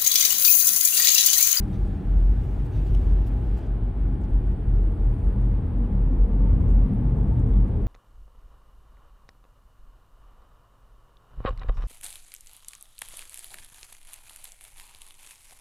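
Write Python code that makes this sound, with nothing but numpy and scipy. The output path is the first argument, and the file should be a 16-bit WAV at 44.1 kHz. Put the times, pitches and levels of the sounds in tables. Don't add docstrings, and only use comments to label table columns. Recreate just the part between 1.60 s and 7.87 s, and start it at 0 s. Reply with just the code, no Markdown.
import sys
import numpy as np
from scipy import signal
from scipy.fft import rfft, irfft, next_fast_len
from scipy.io import wavfile
from scipy.ndimage import uniform_filter1d, map_coordinates

SR = 44100
rng = np.random.default_rng(int(sys.argv[2]) if len(sys.argv) > 2 else 0)


def file_out(sig):
    cols = np.atleast_2d(sig).T
    lim = np.clip(cols, -1, 1)
    pcm = np.round(lim * 32767).astype(np.int16)
    wavfile.write(sys.argv[1], SR, pcm)


N = 276507
TIME = np.arange(N) / SR

# t/s, rumble level/dB, roar level/dB,
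# then ringing of floor/dB, roof/dB, tyre cavity/dB, doors/dB, dash/dB
ROAD_DRIVE = [(0, -30, -44.5, -33, -39, -38.5, -59, -64), (.4, -30, -45, -35, -39, -39.5, -44.5, -62),
              (.93, -30.5, -45, -38, -38, -58, -42, -57.5), (1.45, -29, -44, -27, -38.5, -45.5, -46, -54),
              (1.8, -30, -44.5, -52.5, -38.5, -43, -49.5, -61),
              (2.02, -32.5, -44.5, -48, -38, -43.5, -49, -58), (2.3, -31.5, -46, -52, -36, -48.5, -44, -54),
              (2.75, -31, -46, -43.5, -34.5, -40.5, -48, -63.5),
              (3.2, -29, -46, -32.5, -37, -42, -53.5, -48), (3.55, -30, -46, -33, -35.5, -43.5, -45.5, -57),
              (3.78, -32, -45, -39, -35.5, -35, -50, -50.5),
              (4.05, -29.5, -45, -41.5, -37.5, -43, -42.5, -53),
              (4.22, -29.5, -45.5, -37.5, -38, -41, -32.5, -48.5),
              (4.35, -30, -45, -29.5, -36, -33, -39.5, -47),
              (4.52, -27.5, -45.5, -47.5, -43.5, -48, -46.5, -51.5),
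              (4.7, -29, -45, -39, -40.5, -33.5, -39.5, -50),
              (4.9, -24, -43.5, -32, -37, -41.5, -38.5, -49),
              (5.2, -27.5, -43.5, -30.5, -33.5, -36.5, -34.5, -55),
              (5.33, -27.5, -44, -34.5, -32, -27.5, -30, -55.5),
              (5.47, -27, -44.5, -33.5, -31, -41, -37, -51),
              (5.65, -26.5, -44.5, -32, -34.5, -33, -33.5, -54),
              (5.85, -27, -45, -33.5, -33, -37, -43.5, -45.5), (6.05, -26, -44, -37, -39, -33, -41.5, -48),
              (6.27, -28, -45, -30.5, -30.5, -36.5, -49, -44.5)]


def amp(db):
    return 10 ** (np.asarray(db) / 20)


def unit(x):
    return x / np.sqrt(np.mean(x ** 2) + 1e-20)


def along(points, hz):
    f, v = np.transpose(points)
    return np.interp(np.log(hz + 1), np.log(f + 1), v)


def curves(rows):
    s, *columns = np.transpose(rows)
    return [np.interp(TIME, s, column) for column in columns]


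def wobble(rate):
    knots = rng.standard_normal(int(N * rate / SR) + 4)
    return map_coordinates(knots, [np.arange(N) * rate / SR])


def swell(s, db, length, peaky=0.58, early=1):
    progress = np.clip((TIME - s) / length, 0, 1)
    return amp(db) * np.sin(np.pi * progress ** early).clip(0) ** peaky


def plateau(s, length, db, edge_s):
    t = TIME - s
    edges = np.clip(np.minimum(t, length - t) / edge_s + .5, 0, 1)
    return amp(db) * np.sin(np.pi / 2 * edges) ** 2


def tone(hz):
    return np.sqrt(2) * np.sin(2 * np.pi * (np.cumsum(hz) / SR + rng.random()))


def filtered(x, response, mirror="odd"):
    pad = SR // 4
    x = np.pad(x, [(0, 0)] * (x.ndim - 1) + [(pad, pad)], "reflect", reflect_type=mirror)
    index = np.arange(N + 2 * pad)
    x = x * np.clip(np.minimum(index, index[::-1]) / pad, 0, 1)
    m = next_fast_len(N + 2 * pad)
    return irfft(rfft(x, m) * response(np.fft.rfftfreq(m, 1 / SR)), m)[..., pad:pad + N]


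def resonant(x, modes, order=1):
    def response(f):
        total = 0
        for k, (centre, width, db) in enumerate(modes):
            damping = 1j * f * width
            peak = damping / (centre * centre - f * f + damping)
            total = total + (-1) ** k * amp(db) * peak ** order
        return total
    return filtered(x, response)


def patchy(patchy_db, size=512, axis=(6, 10)):
    z = signal.stft(rng.standard_normal(N + size), nperseg=size)[2]
    field = uniform_filter1d(rng.standard_normal(z.shape), size=axis[0], axis=0)
    field = uniform_filter1d(field, size=axis[1], axis=1)
    return signal.istft(z * amp(patchy_db * unit(field)), nperseg=size)[1][:N]


def rush(source, spectrum):
    return unit(filtered(source, lambda hz: amp(along(spectrum, hz)), mirror="even"))


def wide(make):
    # f/Hz, side minus mid/dB
    width = [(40, -34.5), (60, -23), (110, -20), (200, -11), (380, -10.5), (700, -5), (1300, -6.5),
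             (1800, -10.5), (2150, -43.5), (9000, -55)]
    # f/Hz, side minus mid/dB
    extra_side = [(2000, -47), (2500, -25), (2900, -11.5), (4200, -6.5), (5000, -13), (5400, -63)]
    extra_start_s = 2.43
    mid, other = make(), make()
    extra_gain = np.clip((TIME - extra_start_s) / .08, 0, 1)
    side = filtered(other, lambda hz: amp(along(width, hz)))
    side = side + extra_gain * filtered(other, lambda hz: amp(along(extra_side, hz)))
    return np.array([mid + side, mid - side])


def boom():
    # start t/s, level/dB before random sway, length/s, mean f/Hz at mid-throb
    throb_rows = [(-.02, -22, 0.077, 42.47), (0.169, -21.5, .12, 45.53), (0.269, -24.5, 0.11, 46.12),
                  (0.449, -16.5, 0.39, 45.54), (0.86, -24, .11, 49.71), (0.981, -24.5, 0.09, 49.45),
                  (1.158, -20.5, 0.16, 47.55), (1.297, -16.5, .14, 47.15), (1.446, -16, .22, 46.93),
                  (1.636, -23, 0.23, 46.08), (1.86, -21.5, 0.12, 48.17), (2.071, -23.5, .125, 46.6),
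                  (2.209, -20, .11, 46.43), (2.316, -22.5, .25, 46.24), (2.586, -24.5, 0.16, 46.47),
                  (2.704, -17, .11, 45.93), (2.812, -22.5, .16, 45.54), (2.96, -27, .09, 46.04),
                  (3.054, -17.5, 0.3, 45.27), (3.383, -19, .17, 42.23), (3.631, -18, 0.11, 46.29),
                  (3.745, -19, 0.29, 45.83), (4.004, -27.5, 0.089, 47.81), (4.13, -20.5, 0.17, 46.96),
                  (4.298, -20, 0.34, 43.67), (4.576, -13.5, 0.095, 44.55), (4.695, -17.5, 0.32, 45.1),
                  (4.985, -22, 0.065, 45.12), (5.056, -14.5, 0.23, 44.46), (5.317, -22.5, 0.18, 45.6),
                  (5.401, -19, .16, 48.06), (5.561, -19.5, 0.099, 50.2), (5.665, -19.5, 0.071, 48.6),
                  (5.773, -20.5, 0.15, 45.8), (5.883, -16, 0.21, 47), (6.115, -24, .07, 47),
                  (6.216, -19.5, 0.057, 43.9)]
    boom_hz, boom_db, sway_db = 46.04, -37, 2.5
    pitch, = curves([(s + length / 2, hz) for s, db, length, hz in throb_rows])
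    throbs = np.zeros(N)
    for k, (s, db, length, hz) in enumerate(throb_rows):
        throbs += (-1) ** k * swell(s, db, length, peaky=0.6, early=0.77)
    between = amp(boom_db + sway_db * wobble(19)) * tone(boom_hz + 5 * wobble(24))
    return between + throbs * amp(0.83 * wobble(33)) * tone(pitch + 1.53 * wobble(16))


def panels():
    # f/Hz, random wander/Hz, level/dB relative to the group's ringing
    panel_modes = [
        [(79.77, 2.52, -2.5)],
        [(116.5, 2.2, -1.5)],
        [(190, 2, -2), (203.2, 2.26, -4.5)],
        [(241.7, 5, -3.5)],
        [(428, 12, -3), (470, 12, -6)],
    ]
    # start t/s, length/s, floor level/dB, roof level/dB
    bumps = [(1.303, 0.092, -30.5, -30), (1.776, 0.074, -33, -30), (3.043, 0.15, -27.5, -29),
             (3.563, 0.042, -23, -31), (3.738, 0.16, -39, -27), (3.895, 0.071, -27, -31),
             (4.024, 0.11, -25.5, -43), (4.875, 0.074, -21, -25.5), (4.992, 0.15, -22, -26.5),
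             (5.347, 0.15, -29, -28), (5.525, 0.13, -24, -25.5), (5.71, .16, -19.5, -25),
             (5.965, 0.073, -29, -24.5), (6.088, 0.11, -26, -28.5)]
    bump_edge_s, sway_db = 0.029, 1.5
    _, _, floor_db, roof_db, *others_db = curves(ROAD_DRIVE)
    floor, roof = amp(floor_db), amp(roof_db)
    floor_bumps, roof_bumps = np.zeros(N), np.zeros(N)
    for s, length, floor_bump_db, roof_bump_db in bumps:
        floor_bumps += plateau(s, length, floor_bump_db, bump_edge_s)
        roof_bumps += plateau(s, length, roof_bump_db, bump_edge_s)
    gains = [np.maximum(floor, floor_bumps), np.maximum(roof, roof_bumps), *amp(others_db)]
    ringing = np.zeros(N)
    for modes, gain in zip(panel_modes, gains):
        for hz, wander_hz, db in modes:
            sway = sway_db * (wobble(9) + wobble(16))
            ringing += gain * amp(db + sway) * tone(hz + wander_hz * wobble(14))
    return ringing


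def drone():
    body_top_hz = 650
    return filtered(boom() + panels(), lambda hz: 1 / (1 + (hz / body_top_hz) ** 8))


def road():
    # f/Hz, relative level/dB
    rumble_smooth = [(15, -62.5), (24, -8), (34, -12), (46, -10.5), (60, 7.5), (70, 2), (98, 2.5),
                     (130, -1.5), (160, -5.5), (178, -7.5), (204, -9), (232, -14), (255, -11), (275, -10.5),
                     (300, -8.5), (330, -15), (400, -25), (600, -39.5), (2500, -140)]
    rumble_coarse = [(15, -59.5), (24, -8.5), (34, -7.5), (46, -13.5), (60, 9.5), (70, -1.5), (97, 0.5),
                     (107, 0.5), (128, -5.5), (143, -1), (160, -3.5), (180, -5.5), (212, -9.5),
                     (238, -10.5), (258, -6.5), (285, -12), (400, -21.5), (600, -42.5), (2500, -140)]
    # f/Hz, relative level/dB
    roar_smooth = [(240, -26.5), (310, -0.5), (345, -2.5), (370, 1.5), (420, -5.5), (460, -5), (480, -10.5),
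                   (580, -13.5), (612, -9), (645, -12.5), (680, -8), (722, -16.5), (765, -10.5),
                   (815, -9.5), (850, -10), (880, -10.5), (915, -24), (945, -18.5), (980, -16),
                   (1070, -20.5), (1550, -21.5), (2000, -28), (3400, -35), (6000, -55), (11000, -130)]
    roar_coarse = [(240, -27.5), (360, -10.5), (430, -1), (590, -9), (630, -15.5), (680, -9.5),
                   (760, -13.5), (880, -10), (960, -17), (1150, -17), (1290, -22.5), (1400, -25),
                   (1840, -28.5), (3400, -39), (6000, -59.5), (11000, -130)]
    # t/s, share of coarse power (0-1)
    coarse_share = [(0, 0), (3.2, 0.22), (4.8, 0.97), (6.27, 0.79)]
    firing_hz = 69.2
    rumble_db, roar_db, *_ = curves(ROAD_DRIVE)
    coarse = np.clip(curves(coarse_share)[0], 0, 1)
    turns = np.cumsum(firing_hz + 0.63 * wobble(0.81)) / SR
    beat = 1 + 0.051 * np.cos(2 * np.pi * turns) + 0.018 * np.cos(np.pi * turns)

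    def shake(spectrum):
        return rush(patchy(patchy_db=2.5, size=4096, axis=(2, 4)), spectrum)

    def tread(spectrum):
        return rush(beat * patchy(patchy_db=1.18, size=2048, axis=(2, 6)), spectrum)

    def blend(make, smooth_spectrum, coarse_spectrum):
        return np.sqrt(1 - coarse) * make(smooth_spectrum) + np.sqrt(coarse) * make(coarse_spectrum)

    rumble = amp(rumble_db) * wide(lambda: blend(shake, rumble_smooth, rumble_coarse))
    roar = amp(roar_db) * wide(lambda: blend(tread, roar_smooth, roar_coarse))
    return rumble + roar


def seals():
    # f/Hz, relative level/dB
    common_colour = [(3000, -28.5), (4300, -6.5), (5000, -6.5), (5300, -20), (6200, -11), (7500, -8.5),
                     (9000, -0.5), (10000, -7), (10500, -19), (11500, -11), (12100, -11.5), (12500, -19.5),
                     (13000, -120)]
    opposite_colour = [(8700, -51), (9000, -15.5), (9600, -0.5), (10200, 4), (10900, -9), (11200, -22.5),
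                       (11700, -58), (12500, -120)]
    # t/s, level/dB
    hiss = [(0, -73.5), (.45, -80), (1.3, -76.5), (2.02, -80.5), (2.14, -80.5), (2.8, -80), (3.6, -76),
            (4.4, -81), (4.75, -79.5), (5, -77.5), (5.7, -77), (6.27, -78.5)]
    # mean f/Hz, level/dB
    whine_hz, whine_db = (10420, -85)
    level_db, = curves(hiss)
    grit = amp(2.2 * np.clip(wobble(60), 0, 2.2))
    common = amp(level_db) * rush(grit * patchy(patchy_db=0.5, size=256, axis=(4, 8)), common_colour)
    opposite = amp(.5 * level_db - 36) * rush(patchy(patchy_db=2.5), opposite_colour)
    opposite = opposite + amp(whine_db) * tone(whine_hz + 8 * wobble(30))
    return np.array([common + opposite, common - opposite])


def rustle():
    # t/s, bright hiss level/dB before random sway, dull hiss level/dB
    contact = [(0, -73, -70.5), (.3, -76.5, -70), (.45, -77, -73.5), (.62, -73.5, -71.5), (.75, -78, -71.5),
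               (.85, -72.5, -68), (1.1, -76, -73.5), (1.17, -70, -66.5), (1.45, -73, -68), (1.56, -79, -71),
               (1.78, -76.5, -72), (2.1, -79.5, -69)]
    # start t/s, level/dB, length/s
    strokes = [(0.24, -78, .04), (1.043, -69.5, 0.031), (1.262, -74, 0.025), (1.66, -62.5, .03),
               (1.964, -69.5, .035)]
    hiss_end_s = 2.1
    slip_dull_db = -5
    bright_db, dull_db = curves(contact)
    slips = sum(swell(*row) for row in strokes)

    def grain():
        return amp(0.81 * wobble(150)) * patchy(patchy_db=2.5)

    bright = rush(grain(), [(5000, -56.0), (7000, -1.0), (11000, -4.0), (16000, -2.0)])
    dull = rush(grain(), [(1200, -29.0), (2500, 5), (6000, -4.5), (10000, -14.5), (13000, -39.5)])
    hiss_on = np.clip((hiss_end_s - TIME) / .03, 0, 1)
    bright_gain = amp(bright_db + 1.2 * wobble(25)) + slips
    dull_gain = amp(dull_db) + amp(slip_dull_db) * slips
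    return hiss_on * (bright_gain * bright + dull_gain * dull)


def creaks():
    # start t/s, level/dB, length/s
    creak_rows = [(0.127, -58.5, .045), (1.12, -62.5, 0.068), (1.164, -71, 0.12)]
    # f/Hz, width/Hz, relative level/dB
    seat_modes = [(1800, 120, 3.5), (2710, 300, 1), (3680, 230, 2), (4600, 500, -8), (6000, 200, -2)]
    friction = amp(2 * wobble(250)) * rng.standard_normal(N)
    return unit(resonant(friction, seat_modes)) * sum(swell(*row, early=.6) for row in creak_rows)


def ticks():
    # t/s, strike level/dB before the make-up gain, brightness/dB
    blows = [(1.3412, -47.5, 4), (1.3489, -43.5, -4.5)]
    # f/Hz, width/Hz, relative level/dB
    case_modes = [(2940, 480, 4), (4010, 520, -7), (5380, 470, -4), (6290, 400, -6), (8650, 550, -4),
                  (9900, 900, -22), (14500, 2500, -12)]
    dark, bright = np.zeros(N), np.zeros(N)
    for s, db, bright_db in blows:
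        dark[round(s * SR)] = amp(db - bright_db)
        bright[round(s * SR)] = amp(db + bright_db)
    softened = np.convolve(dark, np.hanning(5) / 2)[:N]
    lower = resonant(softened, case_modes[:5], order=2)
    upper = resonant(bright, case_modes[5:])
    return amp(22.5) * (lower + upper)


def puffs():
    # start t/s, level/dB before the rounding, length/s, centre f/Hz, width/Hz
    puff_rows = [(1.367, -63, .012, 3300, 800), (2.536, -73, 0.014, 6000, 6950),
                 (2.608, -72, 0.018, 7500, 3000), (2.631, -69, 0.013, 6000, 6000),
                 (2.643, -69, 0.016, 4200, 3500), (2.872, -75, 0.016, 8500, 4000),
                 (2.908, -77, .025, 6500, 4000), (3.152, -72.5, 0.012, 4700, 900),
                 (3.717, -75, 0.017, 10800, 1200), (3.845, -76, .02, 6540, 3000),
                 (5.071, -72, 0.043, 7500, 5020), (5.335, -73.5, 0.015, 8900, 800),
                 (5.384, -77, .012, 7000, 3000), (5.572, -76, .025, 6400, 1600),
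                 (5.775, -65, 0.015, 3200, 2000), (5.788, -67.5, .014, 7800, 3500),
                 (5.862, -78, .012, 6300, 1400), (5.884, -75.5, .015, 8450, 3000),
                 (5.934, -63, 0.008, 3300, 1100), (5.961, -61, .009, 3300, 1100),
                 (6.073, -79, 0.013, 6460, 2000), (6.209, -79, .018, 6200, 2000)]
    sound = np.zeros(N)
    t = np.arange(4096) / SR
    f = np.fft.rfftfreq(len(t), 1 / SR)
    for s, db, length, hz, width_hz in puff_rows:
        band = np.exp(-(2 * (f - hz) / width_hz) ** 4)
        noise = unit(irfft(band * rfft(rng.standard_normal(len(t)))))
        puff = noise * np.sin(np.pi * np.clip(t / length, 0, 1))
        start = round(s * SR)
        sound[start:][:len(t)] += amp(db) * puff[:N - start]
    return sound


def squeak():
    # start t/s, level/dB before random sway, length/s, mean start f/Hz, mean end f/Hz
    s, db, length, start_hz, end_hz = (4.235, -68.5, .032, 2880, 2600)
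    pitch = np.interp(TIME, [s + length / 2, s + length], [start_hz, end_hz])
    return swell(s, db, length) * amp(3 * wobble(200)) * tone(pitch + 60 * wobble(210))


def scene():
    return drone() + road() + seals() + rustle() + creaks() + ticks() + puffs() + squeak()


def record(dry):
    # f/Hz, left minus right/dB
    lean_points = [(40, 0.46), (200, 1.46), (600, 0.8), (1500, 2)]
    top_hz = 15750

    def response(hz):
        lean_db = along(lean_points, hz) / (1 + (hz / 2100) ** 12)
        return amp(np.outer([.5, -.5], lean_db)) * (hz < top_hz)

    return filtered(dry, response)


dry = scene()
out = record(dry)
file_out(out)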